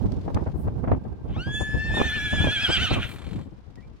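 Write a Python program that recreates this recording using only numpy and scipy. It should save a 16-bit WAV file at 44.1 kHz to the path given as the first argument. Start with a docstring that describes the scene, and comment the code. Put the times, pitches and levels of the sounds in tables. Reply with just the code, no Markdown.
"""Whinny across a windy field

A horse's high whistle rises, holds, then quavers ever deeper and turns hoarse as a second, lower
voice joins; the call ends in a fluttering blow through the nostrils. Wind buffets the microphone
ports and plastic streamers rustle and tick. Behind them: two soft swishes and a distant bird."""
import sys
import numpy as np
from scipy import signal
from scipy.fft import rfft, irfft, next_fast_len
from scipy.io import wavfile
from scipy.ndimage import map_coordinates

SR = 44100
rng = np.random.default_rng(int(sys.argv[2]) if len(sys.argv) > 2 else 0)


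def master(y):
    """Save y as 16-bit WAV."""
    cut = np.clip(np.atleast_2d(y).T, -1, 1)
    pcm = np.round(cut * 32767)  # scale
    wavfile.write(sys.argv[1], SR, pcm.astype(np.int16))


N = 176400
T = np.arange(N) / SR

# Hush of the field: freq_hz, gain_db
FIELD_EQ = [(200, -15), (1000, -18.5), (2750, -31), (4750, -38.5), (15500, -73)]
# Distant bird notes: start_s, start_pitch_hz, level_db
BIRD_NOTES = [(3.771, 1860, -55), (3.82, 2260, -59)]
# Short bright swishes: peak_s, level_db
SWISH_CUES = [(.61, -61.5), (3.11, -54)]
# Their airy top: freq_hz, gain_db
SWISH_EQ = [(3000, -39), (8500, 1.5), (14500, 0)]

# Swell of the streamers' rustle: time_s, level_db
RUSTLE_LEVEL = [(0, -58.5), (.3, -60.5), (.6, -66.5), (1.2, -72.5), (4, -69.5)]
# Colour of rustling plastic: freq_hz, gain_db
RUSTLE_EQ = [(500, 7.5), (3000, 4), (5200, 0.5), (8000, -10.5), (15000, -23.5)]
# Streamer ticks: start_s, level_db
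TICK_CUES = [(0.12, -46.5), (0.345, -36.5), (3.756, -53.5)]
# Snap of a tick: freq_hz, gain_db
TICK_EQ = [(500, -8), (2000, 0.5), (5000, 3), (8000, -9), (15000, -22.5)]

# Swell of the wind rumble: time_s, gain_db
RUMBLE_SWELL = [(0, -24.5), (.3, -32), (.55, -30), (.72, -31.5), (1.45, -35), (1.8, -29.5), (2.05, -35),
                (2.2, -33.5), (2.95, -31.5), (3.12, -41.5), (3.27, -38.5), (3.45, -38.5), (3.6, -50),
                (3.75, -44.5), (4, -45)]
# Where the rumble leans: time_s, left_minus_right_db
RUMBLE_PAN = [(2.95, -2.5), (3.15, 8)]
# Weight of the rumble: freq_hz, gain_db
RUMBLE_EQ = [(20, -19), (40, -7), (65, 1.5), (90, -3), (175, -8), (300, -14.5), (600, -26), (900, -30),
             (3000, -71.5)]
# Buffets on the ports: start_s, body_gain_db, thud_gain_db
BUFFET_CUES = [(0.055, -32, -12), (0.162, -40, -20), (0.279, -25, -20.5), (0.346, -26, -13.5),
               (0.365, -19, -38), (0.462, -23.5, -27), (0.67, -25.5, -18), (0.84, -25.5, -24),
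               (0.878, -18.5, -15), (0.915, -17, -8), (1.051, -35, -44), (1.296, -32.5, -16.5),
               (1.364, -27.5, -21.5), (1.47, -29, -17), (1.605, -22.5, -27), (1.94, -24.5, -18.5),
               (1.969, -18, -37), (2.0, -13, -27), (2.33, -22.5, -12.5), (2.4, -23, -12),
               (2.441, -19.5, -11), (2.469, -22.5, -18), (2.692, -18.5, -30), (2.911, -16, -10.5),
               (2.965, -22.5, -15.5), (3.351, -42, -19.5), (3.382, -36, -21.5)]
# A buffet's low thud: freq_hz, gain_db
THUD_EQ = [(20, -22.5), (50, -7.5), (85, 0.5), (170, -10), (300, -14.5), (700, -48.5), (2000, -109)]
# A buffet's tearing body: freq_hz, gain_db
BODY_EQ = [(60, -13.5), (200, 3.5), (400, 0.5), (800, -1.5), (1300, -14), (2200, -26.5), (4000, -47.5),
           (8000, -69), (15000, -74.5)]

# Nasal resonances: centre_hz, width_hz, gain_db
NASAL_RINGS = [(2357, 60, 0.5), (3143, 61, 1), (3595, 110, -1.5), (4170, 160, -1), (7600, 450, -4.5)]
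# Closing blow of air: time_s, level_db
SNORT_LEVEL = [(3.0, -92), (3.08, -44.5), (3.2, -49.5), (3.33, -51.5), (3.41, -54.5), (3.45, -68),
               (3.65, -91)]
# Colour of the nostrils: freq_hz, gain_db
NOSTRIL_EQ = [(400, -3), (1300, -1.5), (3300, -6.5), (5500, -20), (11000, -21.5), (15500, -36)]
# Hoarse layers: time_s, low_voice_db, air_db
HOARSE_LEVELS = [(1.22, -110, -100), (1.3, -98, -57.5), (1.6, -72.5, -53.5), (1.86, -60, -54),
                 (2.02, -37.5, -37.5), (2.3, -37.5, -42), (2.52, -38, -37), (2.68, -36.5, -31.5),
                 (2.86, -31, -32.5), (2.89, -37, -43.5), (2.94, -29, -34.5), (2.985, -55.5, -40.5),
                 (3.03, -49.5, -31.5), (3.1, -55.5, -48), (3.2, -130, -110)]
# Formants of throat and nose: freq_hz, gain_db
THROAT_EQ = [(200, -56), (700, -1), (1050, -19), (1450, 4.5), (1950, -4.5), (2650, 2), (3200, 2),
             (3900, -7), (4600, -21.5), (6300, -20.5), (8000, -30), (11000, -24.5), (15500, -34)]
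# Side tone between the whistle's harmonics: time_s, level_db, gap_fraction
SIDE_PATH = [(1.48, -73.5, 0.63), (1.6, -46.5, 0.53), (1.68, -60, .5), (1.77, -54, 0.53),
             (1.82, -44.5, 0.52), (1.92, -47.5, 0.45), (2.03, -38, .43), (2.3, -41.5, 0.37),
             (2.6, -36.5, 0.5), (2.75, -34, 0.5), (2.93, -59.5, 0.47), (3.07, -120, 0.69)]
# Its partials: harmonic_below, gain_db
SIDE_PARTIALS = [(1, -2.5), (2, -13.5), (3, -18), (4, -26.5)]
# Melody along the whistle's crests: time_s, pitch_hz
CREST_PITCH = [(1.33, 982), (1.36, 1155), (1.40, 1412), (1.44, 1545), (1.48, 1658), (1.55, 1721),
               (1.62, 1745), (1.77, 1743), (1.84, 1779), (1.97, 1810), (2.15, 1774), (2.26, 1723),
               (2.45, 1729), (2.54, 1718), (2.63, 1689), (2.84, 1524), (2.93, 1352), (3.05, 1135)]
# Quavers below that melody: lowest_point_s, drop_hz
QUAVER_DIPS = [(1.82, 11), (1.915, 64), (2.012, 92), (2.108, 70.6), (2.205, 75), (2.295, 70), (2.39, 57),
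               (2.487, 111.5), (2.582, 128), (2.683, 210), (2.787, 278), (2.885, 220), (2.985, 164),
               (3.09, 145)]
# Harmonic mix of the whistle: time_s, fundamental_db, octave_db, third_db, overtones_db
WHISTLE_LEVELS = [(1.22, -135, -130, -130, -140), (1.35, -55.5, -56.5, -57, -73),
                  (1.41, -41.5, -40.5, -54, -67.5), (1.48, -39.5, -55, -62.5, -67.5),
                  (1.55, -33.5, -39.5, -67, -59), (1.62, -32.5, -43, -66, -53),
                  (1.69, -32.5, -57, -57, -62.5), (1.85, -31.5, -53, -52.5, -73),
                  (1.97, -30.5, -37, -57.5, -55.5), (2.15, -30, -40, -56.5, -63.5),
                  (2.42, -31, -36, -56, -56), (2.58, -32.5, -33, -52, -60), (2.73, -33.5, -28, -38, -52),
                  (2.85, -33.5, -30.5, -42.5, -50), (2.94, -40, -38, -39, -59.5),
                  (2.99, -30, -41, -66, -78.5), (3.07, -130, -130, -130, -130)]
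# Its upper overtones: harmonic, gain_db
UPPER_HARMONICS = [(4, 2), (5, -3), (6, -7.5)]
# Air forced past the whistle: freq_hz, gain_db
HISS_EQ = [(3000, -27), (5500, 6), (9000, -6), (13000, 2), (15500, -2.5)]
# The call's phase between the two ports: freq_hz, left_lead_rad
PORT_LEAD = [(0, 0), (3450, -1.48), (7670, -1.46), (15800, -3)]


def amp(db):
    """Decibels to gain."""
    return 10 ** (np.asarray(db) / 20)


def unit(x):
    """Scale to rms 1."""
    return x / np.sqrt(np.mean(x ** 2) + 1e-20)


def curves(rows):
    """One automation curve for each column after the time."""
    times, *columns = np.transpose(rows)
    return [np.interp(T, times, column) for column in columns]


def wobble(rate):
    """A smooth random curve, rate knots a second."""
    return map_coordinates(rng.standard_normal(int(N * rate / SR) + 4), [T * rate])


def filtered(x, response):
    """Filter x by a function of frequency."""
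    size = next_fast_len(N + 8192)
    return irfft(rfft(x, size) * response(np.fft.rfftfreq(size, 1 / SR)), size)[..., :N]


def coloured(x, eq):
    """x through an EQ curve, at rms 1."""
    freq_hz, gain_db = np.transpose(eq)
    return unit(filtered(x, lambda hz: amp(np.interp(np.log(hz + 1), np.log(freq_hz), gain_db))))


def noise(eq):
    """Wide coloured noise, unrelated left and right."""
    return coloured(rng.standard_normal((2, N)), eq)


def hit(peak_s, attack_s, decay_s):
    """Envelope that swells to a peak and dies away."""
    return np.exp(-np.maximum(peak_s - T, 0) / attack_s - np.maximum(T - peak_s, 0) / decay_s)


def phase_of(hz):
    """Running phase of a pitch curve."""
    return 2 * np.pi * np.cumsum(hz) / SR


def partial(phase, db, shimmer_db):
    """One sine whose level shimmers."""
    return 2 ** .5 * amp(db + shimmer_db * wobble(45)) * np.sin(phase)


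def field(level_db=-62):
    """The steady hush of open ground."""
    return amp(level_db) * noise(FIELD_EQ)


def bird(rise_hz_per_s=2600, swell_s=0.013):
    """Two faint rising notes far away, the second higher."""
    notes = np.zeros(N)
    for start_s, hz, db in BIRD_NOTES:
        age = np.maximum(T - start_s, 0)
        envelope = age / swell_s * np.exp(1 - age / swell_s)
        notes += amp(db) * envelope * np.sin(phase_of(hz + rise_hz_per_s * age + 40 * wobble(290)))
    return notes


def swishes(width_s=0.054):
    """Two soft swishes, high in the treble."""
    return sum(amp(db) * np.exp(-((T - s) / width_s) ** 2) for s, db in SWISH_CUES) * noise(SWISH_EQ)


def streamers():
    """Plastic strips rustle in the wind, with a few sharp ticks."""
    level_db, = curves(RUSTLE_LEVEL)
    rustle = amp(level_db + 3.2 * wobble(120)) * noise(RUSTLE_EQ)
    ticks = sum(amp(db) * hit(s + 0.00059, attack_s=0.00061, decay_s=0.0035) for s, db in TICK_CUES)
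    return rustle + ticks * noise(TICK_EQ)


def wind(rumble_db=2, thud_db=-5, body_db=-3, rise_s=0.0045, attack_s=0.0068):
    """A lumpy rumble at each port; every buffet adds a thud and a brighter, tearing body."""
    lumps = lambda depth_db, rate: unit(amp(depth_db * np.array([wobble(rate), wobble(rate)])))
    (swell_db,), (pan_db,) = curves(RUMBLE_SWELL), curves(RUMBLE_PAN)
    port_gains = amp(swell_db + rumble_db + np.array([pan_db, -pan_db]) / 2)
    rumble = port_gains * noise(RUMBLE_EQ) * lumps(depth_db=5.5, rate=55)
    thuds = [amp(db) * hit(s + rise_s, attack_s, decay_s=0.025) for s, _, db in BUFFET_CUES]
    bodies = [amp(db) * hit(s + rise_s / 2, attack_s / 2, decay_s=0.017) for s, db, _ in BUFFET_CUES]
    thud = np.linalg.norm(thuds, axis=0) * noise(THUD_EQ)  # overlapping buffets add in power
    body = np.linalg.norm(bodies, axis=0) * noise(BODY_EQ) * lumps(depth_db=4, rate=260)
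    return rumble + amp(thud_db) * thud + amp(body_db) * body


def nasal(x, waver_db, ring_db=0):
    """x plus the ringing of the nasal passages, each resonance swelling on its own."""
    ringing = np.zeros(N)
    for centre, width, db in NASAL_RINGS:
        ring = filtered(x, lambda hz: 1j * hz * width / (centre ** 2 - hz ** 2 + 1j * hz * width))
        ringing += amp(db + ring_db + waver_db * wobble(45)) * ring
    return unit(x + ringing)


def snort(flutter_hz=42.1, puff_fall_db=13):
    """The last air leaves in uneven flaps of the nostrils, each puff ringing the nasal passages."""
    level_db, = curves(SNORT_LEVEL)
    flap_cycle = np.cumsum(flutter_hz * (1 + 0.22 * wobble(30))) / SR % 1
    puffs = rng.standard_normal(N) * amp(-puff_fall_db * flap_cycle)
    return amp(level_db) * nasal(coloured(puffs, NOSTRIL_EQ), waver_db=4, ring_db=3)


def hoarseness(whistle_phase, dip, low_hz=242.2, low_rise_hz=76.2, dip_boost_db=2, chop=0.7):
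    """The low voice chops the whistle into sidebands and pulses the air rushing through the throat."""
    low_db, air_db = curves(HOARSE_LEVELS)
    low_phase = phase_of((low_hz + low_rise_hz * dip) * (1 + 0.0349 * wobble(130)))
    sidebands = np.zeros(N)
    for harmonic in range(1, 10):
        for order in (-3, -2, -1, 1, 2):
            gain = amp(3 * abs(order) + 7.3 * wobble(40))
            drift = rng.uniform(0, 2 * np.pi) + 0.23 * wobble(65)
            sidebands += gain * np.sin(harmonic * whistle_phase + order * low_phase + drift)
    throat = lambda x: nasal(coloured(x, THROAT_EQ), waver_db=1)
    air = throat(rng.standard_normal(N) * (1 + chop * np.sin(low_phase)))
    return amp(low_db + dip_boost_db * dip) * throat(sidebands) + amp(air_db) * air


def side_tone(whistle_phase, pitch_hz, wander_hz=16):
    """Unsteady partials about midway between the whistle's harmonics."""
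    level_db, gap_fraction = curves(SIDE_PATH)
    offset = phase_of(pitch_hz * gap_fraction + wander_hz * wobble(260))
    return sum(partial(k * whistle_phase + offset, level_db + db, shimmer_db=4)
               for k, db in SIDE_PARTIALS)


def whistle(phase, pitch_hz, strain, nose_hz=3264, nose_half_width_hz=73, nose_db=9, hiss_db=-8):
    """The high voice, with rasp and forced air on top; a nose resonance lights up the passing octave."""
    first_db, octave_db, third_db, upper_db = curves(WHISTLE_LEVELS)
    octave_db += nose_db / (1 + ((2 * pitch_hz - nose_hz) / nose_half_width_hz) ** 2)
    rasp = lambda: (0.54 + strain) * wobble(500)
    tone = partial(phase, first_db, shimmer_db=1.2)
    tone += partial(2 * phase, octave_db, shimmer_db=3)
    tone += partial(3 * phase + rasp() / 2, third_db, shimmer_db=4)
    tone += sum(partial(k * phase + rasp(), upper_db + db, shimmer_db=4.5) for k, db in UPPER_HARMONICS)
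    hiss = amp(upper_db + hiss_db + 3 * wobble(35)) * coloured(rng.standard_normal(N), HISS_EQ)
    return tone + hiss


def quaver(rounding=.3):
    """The shake of the call, in arches: 1 in each dip, 0 on each crest."""
    cycle = np.interp(T, np.transpose(QUAVER_DIPS)[0], np.arange(len(QUAVER_DIPS)))
    arch = np.hypot(np.sin(np.pi * cycle), rounding)
    return (arch.max() - arch) / np.ptp(arch)


def whinny(fray_start_s=2.606, fray_rise_s=0.36, fray_db=-6, duck_db_per_hz=.012):
    """Two voices in one throat. Late in the call the whistle frays, most of all in the dips."""
    dip, (drop_hz,), (crest_hz,) = quaver(), curves(QUAVER_DIPS), curves(CREST_PITCH)
    pitch_hz = crest_hz - drop_hz * dip
    low_db, _ = curves(HOARSE_LEVELS)
    strain = np.sqrt(amp(low_db - low_db.max()))  # grows with the low voice
    jitter = 0.0027 * wobble(170) + 0.0046 * strain * wobble(900)
    fray = np.clip((T - fray_start_s) / fray_rise_s, 0, 1)
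    phase = phase_of(pitch_hz * (1 + jitter)) + 0.59 * fray * (.5 + dip) * wobble(600)
    high = whistle(phase, pitch_hz, strain) + side_tone(phase, pitch_hz)
    high *= amp(fray_db * fray ** 2 * dip)
    hoarse = hoarseness(phase, dip) * amp(wobble(110))
    return (high + hoarse) * amp(-duck_db_per_hz * drop_hz * dip)


def outdoors(call, scatter_db=-11, t60_s=0.288):
    """The call reaches the two ports a little apart, with a brief scatter off the ground and fences."""
    t = np.arange(SR // 2) / SR
    tail = rng.standard_normal((2, len(t))) * amp(-60 * t / t60_s)
    scatter = signal.fftconvolve(call[None], tail / np.linalg.norm(tail[0]), axes=1)[:, :N]
    scatter = filtered(scatter, lambda hz: amp(np.interp(hz, [1700, 3500, 8000], [-5, 0, 5])))
    sides = np.array([[.5], [-.5]])
    lean_db = lambda hz: np.interp(hz, [1710, 2500, 3500, 8030], [2.5, 0, -2.5, -1])
    lead_rad = lambda hz: np.interp(hz, *np.transpose(PORT_LEAD))
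    direct = filtered(call, lambda hz: amp(sides * lean_db(hz)) * np.exp(1j * sides * lead_rad(hz)))
    return direct + amp(scatter_db) * scatter


def scene():
    """The horse up front; wind, streamers, swishes and a bird over the hush of the field."""
    return outdoors(whinny() + snort()) + wind() + streamers() + swishes() + bird() + field()


def record(dry, top_hz=15850):
    """A brick-wall high cut on the whole mix."""
    return filtered(dry, lambda hz: hz < top_hz)


dry = scene()
out = record(dry)
master(out)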